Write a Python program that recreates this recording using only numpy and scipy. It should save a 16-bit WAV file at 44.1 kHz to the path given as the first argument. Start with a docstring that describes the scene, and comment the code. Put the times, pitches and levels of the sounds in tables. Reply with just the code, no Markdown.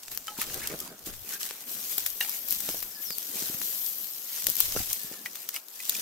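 """Someone wades through dry leaf litter and dead brush on a quiet hillside, for about six seconds.
From the start leaves crackle, stems hiss on the left, soil grinds and twigs snap: bursts of filtered noise.
Air rumbles past now and then. Sticks soon knock with ringing modes, and boots thud as single pulses.
After half a second stalks squeak as gliding resonances; near 2.2 s one loud knock rings at several pitches,
with small knocks after it. Faint birds whistle near 3 s and 5 s; a strong snap and thud come in between."""
import sys
import numpy as np
from scipy import signal
from scipy.fft import rfft, irfft, next_fast_len
from scipy.io import wavfile
from scipy.ndimage import uniform_filter1d, map_coordinates

SR = 44100
rng = np.random.default_rng(int(sys.argv[2]) if len(sys.argv) > 2 else 0)


def wrap_up_sound(samples):
    """Save the sound to the file named by the first command line argument, as 16-bit audio."""
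    columns = np.atleast_2d(samples).T
    # keep every value between -1 and 1, then stretch to whole-number steps
    tamed = np.clip(columns, -1, 1)
    steps = np.round(tamed * 32767).astype(np.int16)
    wavfile.write(sys.argv[1], SR, steps)


N = 265041  # length in samples


def gain_of(db):
    """Turns decibels into an amplitude factor."""
    return 10 ** (np.asarray(db) / 20)


def evened(x):
    """Scales a signal to an average (rms) strength of 1."""
    return x / np.sqrt(np.mean(x ** 2) + 1e-20)


def with_level(x, db, span):
    """Scales a short sound so that its energy, spread over span seconds, has this level."""
    energy = np.mean(x ** 2) * x.shape[-1]
    return x * gain_of(db) * np.sqrt(span * SR / (energy + 1e-20))


def level_curve(rows, axis=1):
    """Draws straight lines between the dB values of one column, as a gain for every sample."""
    rows = np.array(rows)
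    return gain_of(np.interp(np.arange(N) / SR, rows[:, 0], rows[:, axis]))


def swells(rows, axis=3):
    """Adds up movements, each 10 dB down one build time before its peak and one fade time after."""
    swell_shape = 1.5  # 1 = pointed crest, 2 = round
    step = 32  # samples between computed values
    t = np.arange(N)[::step] / SR
    power = np.zeros(N)
    for row in rows:
        peak_s, build_s, fade_s = row[:3]
        away = np.maximum((peak_s - t) / build_s, (t - peak_s) / fade_s)
        level_db = row[axis] - 10 * abs(away) ** swell_shape
        power += np.repeat(gain_of(level_db) ** 2, step)[:N]
    return np.sqrt(power)


def sides(lean_db):
    """Left and right gains of mean power 1; a positive lean makes the left louder."""
    return evened(gain_of([[lean_db / 2], [-lean_db / 2]]))


def coloured(x, points):
    """Filters a sound by a curve of Hz and dB points, and scales it to rms 1."""
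    hz, db = np.transpose(points)
    size = next_fast_len(x.shape[-1])
    f = np.fft.rfftfreq(size, 1 / SR)
    curve = gain_of(np.interp(np.log(f + 1), np.log(hz), db))
    return evened(irfft(rfft(x, size) * curve, size)[..., :x.shape[-1]])


def add(mix, s, sound):
    """Mixes a sound in at time s, cutting it where the scene ends."""
    part = mix[:, max(round(s * SR), 0):][:, :sound.shape[-1]]
    part += sound[..., :part.shape[1]]


def fractures(per_s, spread_db, life, port_lag, count=16):
    """Swarms of tiny breaks: each place has its own ring and its own lag between left and right."""
    t = np.arange(256) / SR
    out = np.zeros((2, N))
    for place in np.linspace(-1, 1, count):
        size_db = spread_db * np.minimum(rng.exponential(1, N), 4.5)
        size = gain_of(size_db) * rng.choice([-1, 1], N)
        clicks = size * (rng.random(N) < per_s / count / SR)
        ring = evened(rng.standard_normal(len(t)) * np.exp(-t / life))
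        grains = signal.oaconvolve(clicks, ring)[:N]
        lagged = np.roll(grains, round(place * port_lag * SR))
        out += sides(4 * place) * np.array([grains, lagged])
    return evened(out)


def clumps(depth_db, span):
    """Breaks come in bunches: a gain that wanders at random."""
    knots = np.arange(0, N / SR + .1, span)
    wander = np.interp(np.arange(N) / SR, knots, rng.standard_normal(len(knots)))
    return evened(gain_of(depth_db * wander))


def shifting(x, depth_db, width_hz, span):
    """Random patches of louder and softer sound drift across time and pitch."""
    hz, t, z = signal.stft(x, SR, nperseg=512)
    field = rng.standard_normal((400, 1500))
    where = np.meshgrid(hz / width_hz, t / span, indexing="ij")
    patches = map_coordinates(field, where, order=1, mode="wrap")
    return evened(signal.istft(z * gain_of(depth_db * patches), SR, nperseg=512)[1][:, :N])


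# Hush of the quiet hillside. Each row: pitch in Hz, strength in dB.
HILLSIDE = [(20, -28), (100, -33), (220, 8), (600, 12), (1500, 9), (5000, -12), (16000, -33)]
# Rumble of moving air. Each row: pitch in Hz, strength in dB.
AIR = [(10, 5), (28, -2), (45, 1.5), (62, 2.5), (80, -1.5), (110, 1), (200, -15.5), (600, -58), (2000, -90)]
# Air pushed past the microphone as the body moves.
# Each row: peak in seconds, build in seconds, fade in seconds, level in dB before the mix gain.
GUSTS = [(.13, 0.073, .12, -48), (.6, 0.19, 0.2, -38.5), (1.11, 0.067, 0.12, -38.5),
         (1.22, 0.027, 0.034, -39.5), (1.42, .1, .12, -60), (2.03, 0.072, .14, -48.5),
         (2.52, 0.046, 0.26, -48), (2.83, 0.29, 0.066, -45.5), (3.1, 0.018, 0.022, -46),
         (3.51, 0.16, 0.12, -51), (4.475, 0.02, 0.044, -39.5), (4.66, 0.046, .08, -35),
         (4.79, 0.051, 0.043, -27), (4.9, 0.043, 0.044, -41), (5.06, 0.033, 0.078, -52)]


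def air():
    """Gusts rumble partly independently at left and right, over the steady hush of the hillside."""
    gusts, hush = rng.standard_normal((2, 3, N))
    # the third noise of each is shared by both sides
    rumble = coloured(gusts[:2] + 0.36 * gusts[2], AIR) * swells(GUSTS) * sides(3)
    steady_hush = coloured(hush[:2] + hush[2], HILLSIDE)
    return gain_of(-11.5) * rumble + gain_of(-62.0) * steady_hush


# Lasting contact with the brush, as points on a curve.
# Each row: time in seconds, leaf crackle in dB, hiss of close stems in dB, both before the mix gains.
CONTACT = [(0.0, -49, -51.5), (0.76, -43, -44.5), (0.94, -51.5, -58), (1.2, -48.5, -44), (1.6, -57, -47),
           (1.85, -37.5, -35), (2.75, -48.5, -37), (2.94, -45.5, -41.5), (3.22, -40, -36.5),
           (3.72, -39, -32.5), (4.22, -43, -37), (4.95, -37.5, -35), (5.24, -47, -47.5), (5.55, -44, -56),
           (5.64, -58, -50), (6.01, -36, -37)]
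# Stems bending and sweeping past the body. Each row: peak in seconds, build in seconds, fade in seconds,
# then leaf crackle, stem hiss and litter crunch in dB before the mix gains.
SWEEPS = [(0.417, 0.035, 0.03, -32.5, -41, -33), (0.54, 0.12, 0.12, -39, -46, -45),
          (0.66, 0.085, 0.082, -52, -50, -37.5), (1.338, 0.07, 0.036, -35.5, -38, -40.5),
          (1.44, 0.015, 0.17, -39.5, -50, -42.5), (1.71, 0.044, 0.15, -39, -35.5, -46.5),
          (1.92, 0.029, 0.043, -39, -31, -45), (2.35, 0.076, 0.06, -38, -36, -43.5),
          (2.52, 0.029, 0.047, -32.5, -27.5, -45), (2.7, 0.23, 0.17, -36, -36, -44),
          (3.03, 0.024, 0.065, -47, -31, -50), (3.4, 0.076, 0.14, -33, -39, -41.5),
          (3.64, 0.049, 0.25, -38, -32, -53), (3.85, 0.049, 0.097, -41, -29, -63),
          (4.03, 0.023, 0.025, -54, -33, -68), (4.39, 0.12, 0.12, -36.5, -39, -44),
          (4.49, 0.023, 0.11, -33, -35, -48), (4.6, 0.026, 0.11, -29, -31, -38.5),
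          (4.8, 0.12, 0.06, -32.5, -37, -40), (5.13, 0.092, 0.068, -49, -51, -46),
          (5.43, 0.16, 0.04, -51, -42, -46.5), (5.558, 0.027, 0.04, -39, -41, -39.5),
          (5.95, 0.17, 0.34, -34.5, -45, -43.5)]
# Bunches of leaves collapsing at once.
# Each row: peak in seconds, fade in seconds, leaf crackle in dB, stem hiss in dB before the mix gains.
CRUSHES = [(0.119, 0.068, -41.5, -40), (.276, 0.072, -43.5, -57), (.385, 0.033, -43, -42),
           (.805, 0.076, -42, -47), (1.066, 0.045, -38, -40), (1.138, 0.038, -43.5, -55),
           (1.409, 0.075, -35.5, -40), (1.618, 0.014, -42.5, -43), (1.985, 0.054, -36, -34),
           (2.066, 0.052, -38.5, -40), (2.212, 0.1, -36.5, -36), (2.297, 0.022, -41, -36),
           (4.906, 0.029, -32.5, -55), (5.264, 0.017, -41.5, -45)]


def rustle_levels():
    """Gains of leaves, stems and litter: sweeps and crushes on top of the lasting contact."""
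    crush_build_s, crush_litter_db, contact_litter_db = 0.014, -5.5, -12  # dB relative to the leaves
    moves = list(SWEEPS)
    for s, fade_s, leaf_db, hiss_db in CRUSHES:
        moves.append((s, crush_build_s, fade_s, leaf_db, hiss_db, leaf_db + crush_litter_db))
    leaves, stems = level_curve(CONTACT, axis=1), level_curve(CONTACT, axis=2)
    litter = leaves * gain_of(contact_litter_db)
    return (np.hypot(leaves, swells(moves, axis=3)),
            np.hypot(stems, swells(moves, axis=4)),
            np.hypot(litter, swells(moves, axis=5)))


# Colour of crackling leaves. Each row: pitch in Hz, strength in dB.
LEAF = [(1500, -28), (2400, -17.5), (3000, -5), (4500, -2.5), (6500, 1), (8500, -2), (10500, -3.5),
        (11500, -13), (13000, -4)]
# Colour of hissing stems. Each row: pitch in Hz, strength in dB.
STEMS = [(9000, -35), (11000, -13.5), (12000, -1.5), (13000, -7.5), (14500, -8.5), (15600, -11),
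         (17000, 1.5)]
# Colour of packed litter, also lent to low wood sounds. Each row: pitch in Hz, strength in dB.
LITTER = [(400, -16), (750, -4), (1000, -4), (1400, -0.5), (1900, 2.5), (2600, 2.5), (3200, -3), (5000, -6)]


def brush():
    """Leaves crackle, close stems add an even sizzle on the left, and packed litter crunches lower down."""
    leaf_gain, stem_gain, litter_gain = rustle_levels()
    breaks = fractures(per_s=3500, spread_db=3.4, life=.00025, port_lag=.0004) * clumps(1.2, .004)
    # brittle leaf edges give separate, very short ticks
    ticks = fractures(per_s=330, spread_db=3.3, life=.00007, port_lag=.0003)
    rubbing = rng.standard_normal((2, N))
    crackle = shifting(breaks + .6 * rubbing + .33 * ticks, depth_db=2.8, width_hz=280, span=.02)
    sizzle = shifting(.6 * breaks + rubbing + .25 * ticks, depth_db=1.3, width_hz=200, span=.03)
    leaves = coloured(crackle, LEAF) * leaf_gain * sides(0.54)

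    # the more the close scraping outweighs the leaves, the further left it lies
    closeness_db = 20 * np.log10(stem_gain / leaf_gain)
    right = gain_of(-np.clip(19.0 + 1.5 * closeness_db, 2, 12))
    stem_sides = np.array([np.ones(N), right]) * np.sqrt(2 / (1 + right ** 2))
    stems = coloured(sizzle, STEMS) * stem_gain * stem_sides

    crushed = fractures(per_s=800, spread_db=3.0, life=0.0007, port_lag=0.00008)
    crushed = shifting(crushed + 0.6 * crackle, depth_db=3.5, width_hz=200, span=.025)
    litter = coloured(crushed, LITTER) * litter_gain * sides(0.71)
    return gain_of(-0.55) * leaves + gain_of(6.0) * stems + gain_of(-3.5) * litter


# Colour of soft soil. Each row: pitch in Hz, strength in dB.
SOIL = [(40, -66), (75, -24), (125, -6.5), (200, 3.5), (300, 0.5), (420, 1), (680, -5), (900, -13.5),
        (1600, -9), (4000, -21)]
# Weight rolling onto a foot.
# Each row: peak in seconds, build in seconds, fade in seconds, soil level in dB before the mix gain.
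STEPS = [(.12, 0.035, 0.13, -55.5), (.28, 0.017, 0.044, -50), (.4, 0.019, 0.077, -52),
         (.58, 0.16, 0.09, -43.5), (.74, 0.048, 0.024, -39), (.85, 0.23, 0.19, -47.5),
         (1.075, 0.014, 0.058, -46), (1.32, 0.093, 0.25, -53), (1.76, 0.16, 0.079, -52),
         (2.7, 0.39, 0.29, -52), (3.43, 0.2, 0.28, -48.5), (4.49, 0.065, 0.041, -49),
         (4.77, 0.2, 0.031, -51), (5.12, 0.13, 0.29, -56), (6.0, 0.13, .1, -59)]
# Heels and soles landing. Each row: time in seconds, level in dB over 12 ms, centre pitch in Hz.
THUDS = [(0.389, -40.5, 254), (0.572, -52, 446), (0.726, -43, 420), (0.7384, -42.5, 365), (.918, -49, 400),
         (1.0729, -40.5, 357), (1.5113, -48, 483), (1.9815, -48.5, 407), (2.6908, -37, 456),
         (2.745, -43, 454), (3.1062, -45, 430), (3.3585, -46, 302), (3.425, -42.5, 286), (3.5, -40.5, 232),
         (3.549, -45, 176), (4.4686, -46, 342), (4.4871, -42.5, 413), (4.753, -43.5, 450),
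         (4.7644, -30, 420), (4.805, -43.5, 230), (5.048, -48, 191), (5.1154, -47, 384)]


def boots():
    """Soft soil grinds under the sole; each landing is one dead push of air, then the earth settles."""
    contact_soil_db = -17.5  # soil stirred along with the leaves, relative to their contact level
    clods = fractures(per_s=900, spread_db=1.6, life=0.0004, port_lag=0.00025, count=12)
    grind = coloured(shifting(clods, depth_db=3.8, width_hz=131, span=.025), SOIL)
    stirred = gain_of(contact_soil_db) * level_curve(CONTACT)
    out = gain_of(-1.5) * grind * np.hypot(swells(STEPS), stirred)
    lead = .005  # seconds of sound before the centre of the push
    age = np.arange(3000) / SR - lead
    for s, db, hz in THUDS:
        u = np.pi * hz * age
        push = (1 - 2 * u ** 2) * np.exp(-u ** 2)
        fade = np.exp(-np.maximum(-age / 0.00089, age / 0.01))
        settle = coloured(rng.standard_normal(len(age)), SOIL) * fade
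        add(out, s - lead, with_level(.2 * settle - push, db, .012))
    return out


# Twigs and stalks breaking. Each row: time in seconds, level of the leaf-coloured part in dB over 5 ms
# before the mix gain, woody low part in dB relative to it, splintery top in dB relative to it,
# lean in dB (positive is left; the top gets a further fixed lean), time to split in seconds.
SNAPS = [(0.0333, -40.5, -16, 6.5, 0, 0.003), (0.082, -42, -4.5, -5, -1, 0.0021),
         (0.1168, -40, -11, 15, -11, 0.0041), (0.1234, -45, -12, 10, -4, 0.0014),
         (0.1498, -42.5, -18, 16, 0, 0.0017), (0.1755, -36.5, -6.5, 9, -1, 0.0002),
         (0.271, -39, -13, -11, 1, 0.0014), (0.281, -41, -2, -6, 7, 0.003),
         (0.4168, -30.5, -8, 12, -9, 0.0009), (.4245, -41, -8, 6, -4, 0.00091),
         (.4305, -41, -6, 3, -3, .0006), (0.5439, -36, -29, 11, -3, 0.0013), (.6405, -43, -3, 0, -3, .0007),
         (0.674, -28.5, -32, 2, -5, 0.0022), (0.7905, -41, -22, 6, 1, 0.00093),
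         (0.803, -33.5, -32, 9, -5, 0.0025), (0.8766, -40, -26, -13, -18, 0.0013),
         (0.992, -48, -14, 2, -3, 0.00065), (1.063, -46, -11, -7, -13, 0.003),
         (1.139, -48, -4, 2, -7, .002), (1.2918, -35.5, -22, 6, -16, 0.0021),
         (1.3255, -44, -11, 3, -10, 0.0017), (1.338, -39, -12, 3, -6, .002),
         (1.346, -47, -15, 3, -12, .001), (1.4144, -48, -10, 6, -2, .001),
         (1.4313, -30.5, -25, 2, -9, 0.0014), (1.4623, -42, -20, 12, -9, 0.0011),
         (1.5098, -41, 2, -4, -3, 0.00094), (1.981, -31, -13, 10, 10, 0.00026),
         (1.9824, -31, -13, 17, 4, .0016), (2.0631, -30, -13, 13, 5, 0.0008),
         (2.066, -36, -14, 12, 0, .002), (2.1032, -40, -34, 18, 6, .0007), (2.2063, -40, -25, 21, 2, .0008),
         (2.21, -42, -8, 4, -2, 0.0012), (2.23, -41, -7, 7, 2, .003), (2.2466, -50, -11, 3, 2, .002),
         (2.2615, -47, -13, 2, 3, 0.0019), (2.2952, -33.5, -26, 11, 3, 0.0006),
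         (2.486, -37, -16, 16, -1, 0.0041), (2.5084, -36.5, -26, 20, 4, 0.001),
         (2.525, -35, -32, 18, 6, 0.00042), (2.6044, -34.5, -14, 17, 11, 0.002),
         (2.6903, -31.5, -10, -14, -6, 0.0037), (2.8272, -38.5, -2.5, 13.5, 3, 0.0058),
         (3.1062, -34, -5.5, -7, 23, 0.0004), (3.1837, -37, -14, 12, 16, 0.0008),
         (3.426, -35, -10, -4, 0, 0.0025), (3.5424, -45, 0.5, 13, 8, .0004),
         (3.6162, -36, -3.5, -4, 15, 0.00034), (3.863, -33.5, -28, 6, 5, 0.0028),
         (3.984, -57, -40, 33, 8, 0.0018), (4.4428, -32, -22, 2, 3, 0.0012),
         (4.4691, -21.5, -15.5, 7, 7, 0.0016), (4.5004, -32, -32, 15.5, 10, 0.0008),
         (4.555, -35.5, -29, 12, 5, 0.0013), (4.568, -39, -25, 22, 5, .0005),
         (4.5835, -44, -27, 24, 10, .0005), (4.604, -28, -14, 16, 3, 0.00077),
         (4.6074, -29, -16, 16, 0, .0005), (4.655, -43, -27, 22, 12, .0012),
         (4.7229, -32.5, -18, 4, -1, 0.00028), (4.793, -36, -9, 4, 8, 0.0022),
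         (4.8884, -47, -23, 6, 4, .0004), (4.9308, -29.5, -33, 16, 0, 0.0017),
         (5.034, -47, -22, 24, 5, .0006), (5.2593, -40.5, -3.5, 0, -2, .0025),
         (5.356, -34.5, -12.5, 5, 5, 0.0038), (5.4901, -32, -23, 6, -3, 0.0011),
         (5.4923, -36.5, -9.5, 3, 6, 0.00081), (5.508, -46, -14, 3, 0, .001),
         (5.5438, -43, -12, 18, 7, .001), (5.5632, -34.5, -13, 2, 3, 0.0015),
         (5.685, -46.5, -30, 10, 10, 0.00099), (5.804, -40, -17, 0, 6, .0015),
         (5.8535, -36.5, -23, -1, 3, 0.0011), (5.8957, -24, -27, 8, 1, 0.0021),
         (5.952, -37, -24, 7, 0, 0.0014)]


def snaps():
    """A twig gives way in a brief burst of splitting fibres; the splinters rattle on briefly."""
    t = np.arange(2048) / SR
    out = np.zeros((2, N))
    lead = .003  # seconds of sound before the break
    age = t - lead
    rattle = gain_of(-23) * np.exp(-abs(age) / .005) * (age > 0)
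    for s, db, low_db, top_db, lean_db, split_s in SNAPS:
        # the build-up takes 0.45 of the time of the decay
        split = np.exp(-np.maximum(-age / .45, age) / max(split_s, 1 / SR))
        noise = rng.standard_normal((3, len(t)))
        unevenness = gain_of(4 * np.repeat(rng.standard_normal(64), 32))
        fibres = (noise[:2] + .6 * noise[2]) * (split + rattle * unevenness)
        # every twig has its own resonances
        twig = np.transpose([np.geomspace(900, 16000, 22), 2 * rng.standard_normal(22)])
        fibres = coloured(fibres, twig)
        # the final break is one sharp jolt of the wood, alike on both sides
        jolt = evened(np.exp(-abs(age) / .00005))
        wood = gain_of(low_db) * coloured(fibres + jolt, LITTER)
        splinters = gain_of(top_db) * coloured(fibres, STEMS) * sides(lean_db + 26.0)
        crack = coloured(fibres, LEAF) * sides(lean_db) + splinters + wood
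        add(out, s - lead, crack * gain_of(db) * np.sqrt(.005 * SR / len(t)))
    return gain_of(1.8) * out


# How a dry stick rings. Each row: multiple of the row's base pitch in KNOCKS, strength in dB,
# factor on the ring time.
STICK = [(1.001, 20.5, 1), (1.13, 6, 0.76), (1.27, -3.5, 1), (1.611, 3, 0.99), (2.02, 8, 1), (2.3, 1.5, 1)]
# Sticks knocking; rows at nearly the same time are pitches of one knock.
# Each row: time in seconds, level in dB over 10 ms, base pitch in Hz,
# base time in seconds to ring down by 60 dB, grating of the bark in dB relative to the ring.
KNOCKS = [(0.2807, -35.5, 1292, 0.09, -13), (.283, -45, 832, 0.13, -13), (0.2807, -36.5, 3070, 0.046, -8),
          (.318, -46, 835, 0.14, -22), (.386, -43.5, 930, 0.045, -3), (0.4168, -33.5, 1210, 0.018, 0),
          (.499, -43, 1590, .02, 5), (.635, -46, 2170, .035, -5), (.712, -48, 1220, 0.027, -2),
          (1.333, -46.5, 1830, .018, -3), (2.2093, -28.5, 1863, 0.022, -5),
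          (2.2098, -27.5, 2820, 0.033, -10), (2.2095, -33.5, 3870, 0.042, -17), (2.211, -50, 805, 0.1, -10),
          (2.2185, -40, 1740, .03, -2), (2.2343, -46, 1750, .02, 0), (2.2455, -45, 812, 0.12, -7),
          (2.2472, -43, 2400, 0.02, 2), (2.247, -42, 4380, .04, -5), (2.2605, -44, 2000, .02, -4),
          (2.288, -47.5, 960, 0.027, -3), (4.7622, -38, 1335, 0.024, -16), (4.7628, -47, 610, 0.019, -18),
          (4.7715, -40.5, 1380, .022, -4), (4.802, -42.5, 744, 0.068, -5), (4.9058, -46, 2180, 0.015, 2),
          (5.2595, -33, 1947, 0.04, -9), (5.26, -43, 2450, .033, -7), (5.547, -45.5, 2120, .015, -2),
          (5.5618, -39, 2250, 0.022, -10), (5.5625, -36, 2880, .025, -4.5),
          (5.8008, -43.5, 2006, 0.046, -12), (5.802, -43.5, 2520, 0.027, -12),
          (5.9517, -39, 2450, 0.018, -11)]


def knocks():
    """A struck stick rings in a few bending modes, the upper ones never long; bark grates at the contact."""
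    mode_scatter_db, grate_fade_s = 4, 0.0096  # no two sticks ring alike; the bark grates only briefly
    t = np.arange(7000) / SR
    out = np.zeros((2, N))
    for s, db, hz, t60, grate_db in KNOCKS:
        ring = np.zeros((2, len(t)))
        for k, (multiple, mode_db, life) in enumerate(STICK):
            mode_t60 = life * (min(t60, .07) if k else t60)
            phase = rng.random() + 0.11 * rng.standard_normal((2, 1))
            own_db = mode_scatter_db * rng.standard_normal()
            fade = gain_of(mode_db + own_db - 60 * t / mode_t60)
            ring += fade * np.sin(2 * np.pi * (hz * multiple * t + phase))
        noise = rng.standard_normal((3, len(t)))
        catches = gain_of(5 * np.repeat(rng.standard_normal(len(t) // 20), 20))
        rough = (0.35 * noise[:2] + noise[2]) * catches * np.exp(-t / grate_fade_s)
        grate = coloured(rough, LITTER) * (t < .1)
        blow = evened(ring * (1 - np.exp(-t / .0005))) + gain_of(grate_db) * grate
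        add(out, s, with_level(blow, db, .01) * sides(1.0))
    return out


# Stalks dragging over each other with a hoarse squeak.
# Each row: start in seconds, length in seconds, first pitch in Hz, last pitch in Hz, level in dB.
SCRAPES = [(0.593, 0.09, 1780, 1550, -50), (0.616, 0.043, 2070, 2280, -48), (0.686, 0.052, 2280, 2100, -55),
           (0.802, 0.063, 1220, 1130, -55.5), (0.854, 0.034, 1040, 890, -54),
           (1.31, 0.075, 1477, 1720, -49.5), (2.221, 0.024, 2860, 2830, -42),
           (5.533, 0.047, 2030, 2240, -52)]


def scrapes():
    """Uneven slips excite a stalk whose resonance moves with the point of contact."""
    width_hz, slips_per_s = 100, 840
    out = np.zeros((2, N))
    r = np.exp(-np.pi * width_hz / SR)
    for s, length, first_hz, last_hz, db in SCRAPES:
        n = round(length * SR)
        slips = (rng.random(n) < slips_per_s / SR) * (1 + .5 * rng.standard_normal((2, n)))
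        # turning the signal with the pitch lets one fixed filter follow the glide
        turn = np.exp(2j * np.pi * np.cumsum(np.geomspace(first_hz, last_hz, n)) / SR)
        ring = (turn * signal.lfilter([1 - r], [1, -r], slips / turn)).real
        ring = coloured(ring, [(400, -30), (1200, 0), (3000, 0), (8000, -10)])
        add(out, s, evened(ring * signal.windows.tukey(n, .7)) * gain_of(db))
    return out


# Bird calls: two high falling ones and two low ones, each a list of points along the call.
# Each row of a call: time in seconds, pitch in Hz, level in dB before the mix gain.
BIRD = [
    [(2.905, 5470, -54), (2.917, 5340, -32), (2.932, 5500, -52), (2.944, 5400, -42), (2.955, 4900, -30),
     (2.968, 4800, -50)],
    [(3.04, 6500, -42), (3.052, 5920, -30), (3.07, 5370, -30), (3.11, 4920, -27), (3.138, 4380, -29.5),
     (3.15, 4180, -47)],
    [(2.95, 1760, -45), (2.99, 1670, -43), (3.025, 1770, -49)],
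    [(4.97, 1795, -47), (5.06, 1697, -51), (5.13, 1776, -46), (5.22, 1690, -48)],
]


def bird():
    """Thin whistles glide in pitch, fluttering on their way through the branches."""
    flutter_db = 1.2
    out = np.zeros((2, N))
    for call in BIRD:
        s, hz, db = np.transpose(call)
        t = np.arange(s[0], s[-1], 1 / SR)
        quaver, flutter = evened(uniform_filter1d(rng.standard_normal((2, len(t))), size=120))
        pitch = np.interp(t, s, hz) + 40 * quaver
        level = gain_of(np.interp(t, s, db) + flutter_db * flutter)
        level = level * signal.windows.tukey(len(t), .15)
        whistle = np.sqrt(2) * np.sin(2 * np.pi * np.cumsum(pitch) / SR)
        add(out, s[0], whistle * level)
    return out


def thicket(x, t60):
    """Ground and stems scatter a short, faint tail: the sound is smeared by fading noise."""
    t = np.arange(SR // 4) / SR
    tail = rng.standard_normal((2, len(t))) * gain_of(-60 * t / t60) * (t > .004)
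    return signal.oaconvolve(x, tail / np.linalg.norm(tail[0]), axes=1)[:, :N]


def scene():
    """All sources around the walker; the birds are further off, so more of their sound is scattered."""
    sharp = snaps() + knocks()
    song = bird()
    scattered = thicket(gain_of(-18) * sharp + gain_of(-15) * song, t60=.12)
    return air() + brush() + boots() + sharp + scrapes() + gain_of(-15.0) * song + scattered


def record(dry):
    """The recorder's band limit: a low-pass filter removes the highest treble."""
    edge_hz = 15750
    low_pass = signal.firwin(301, edge_hz, window=("kaiser", 8), fs=SR)
    return signal.oaconvolve(dry, low_pass[None], "same")


dry = scene()
out = record(dry)
wrap_up_sound(out)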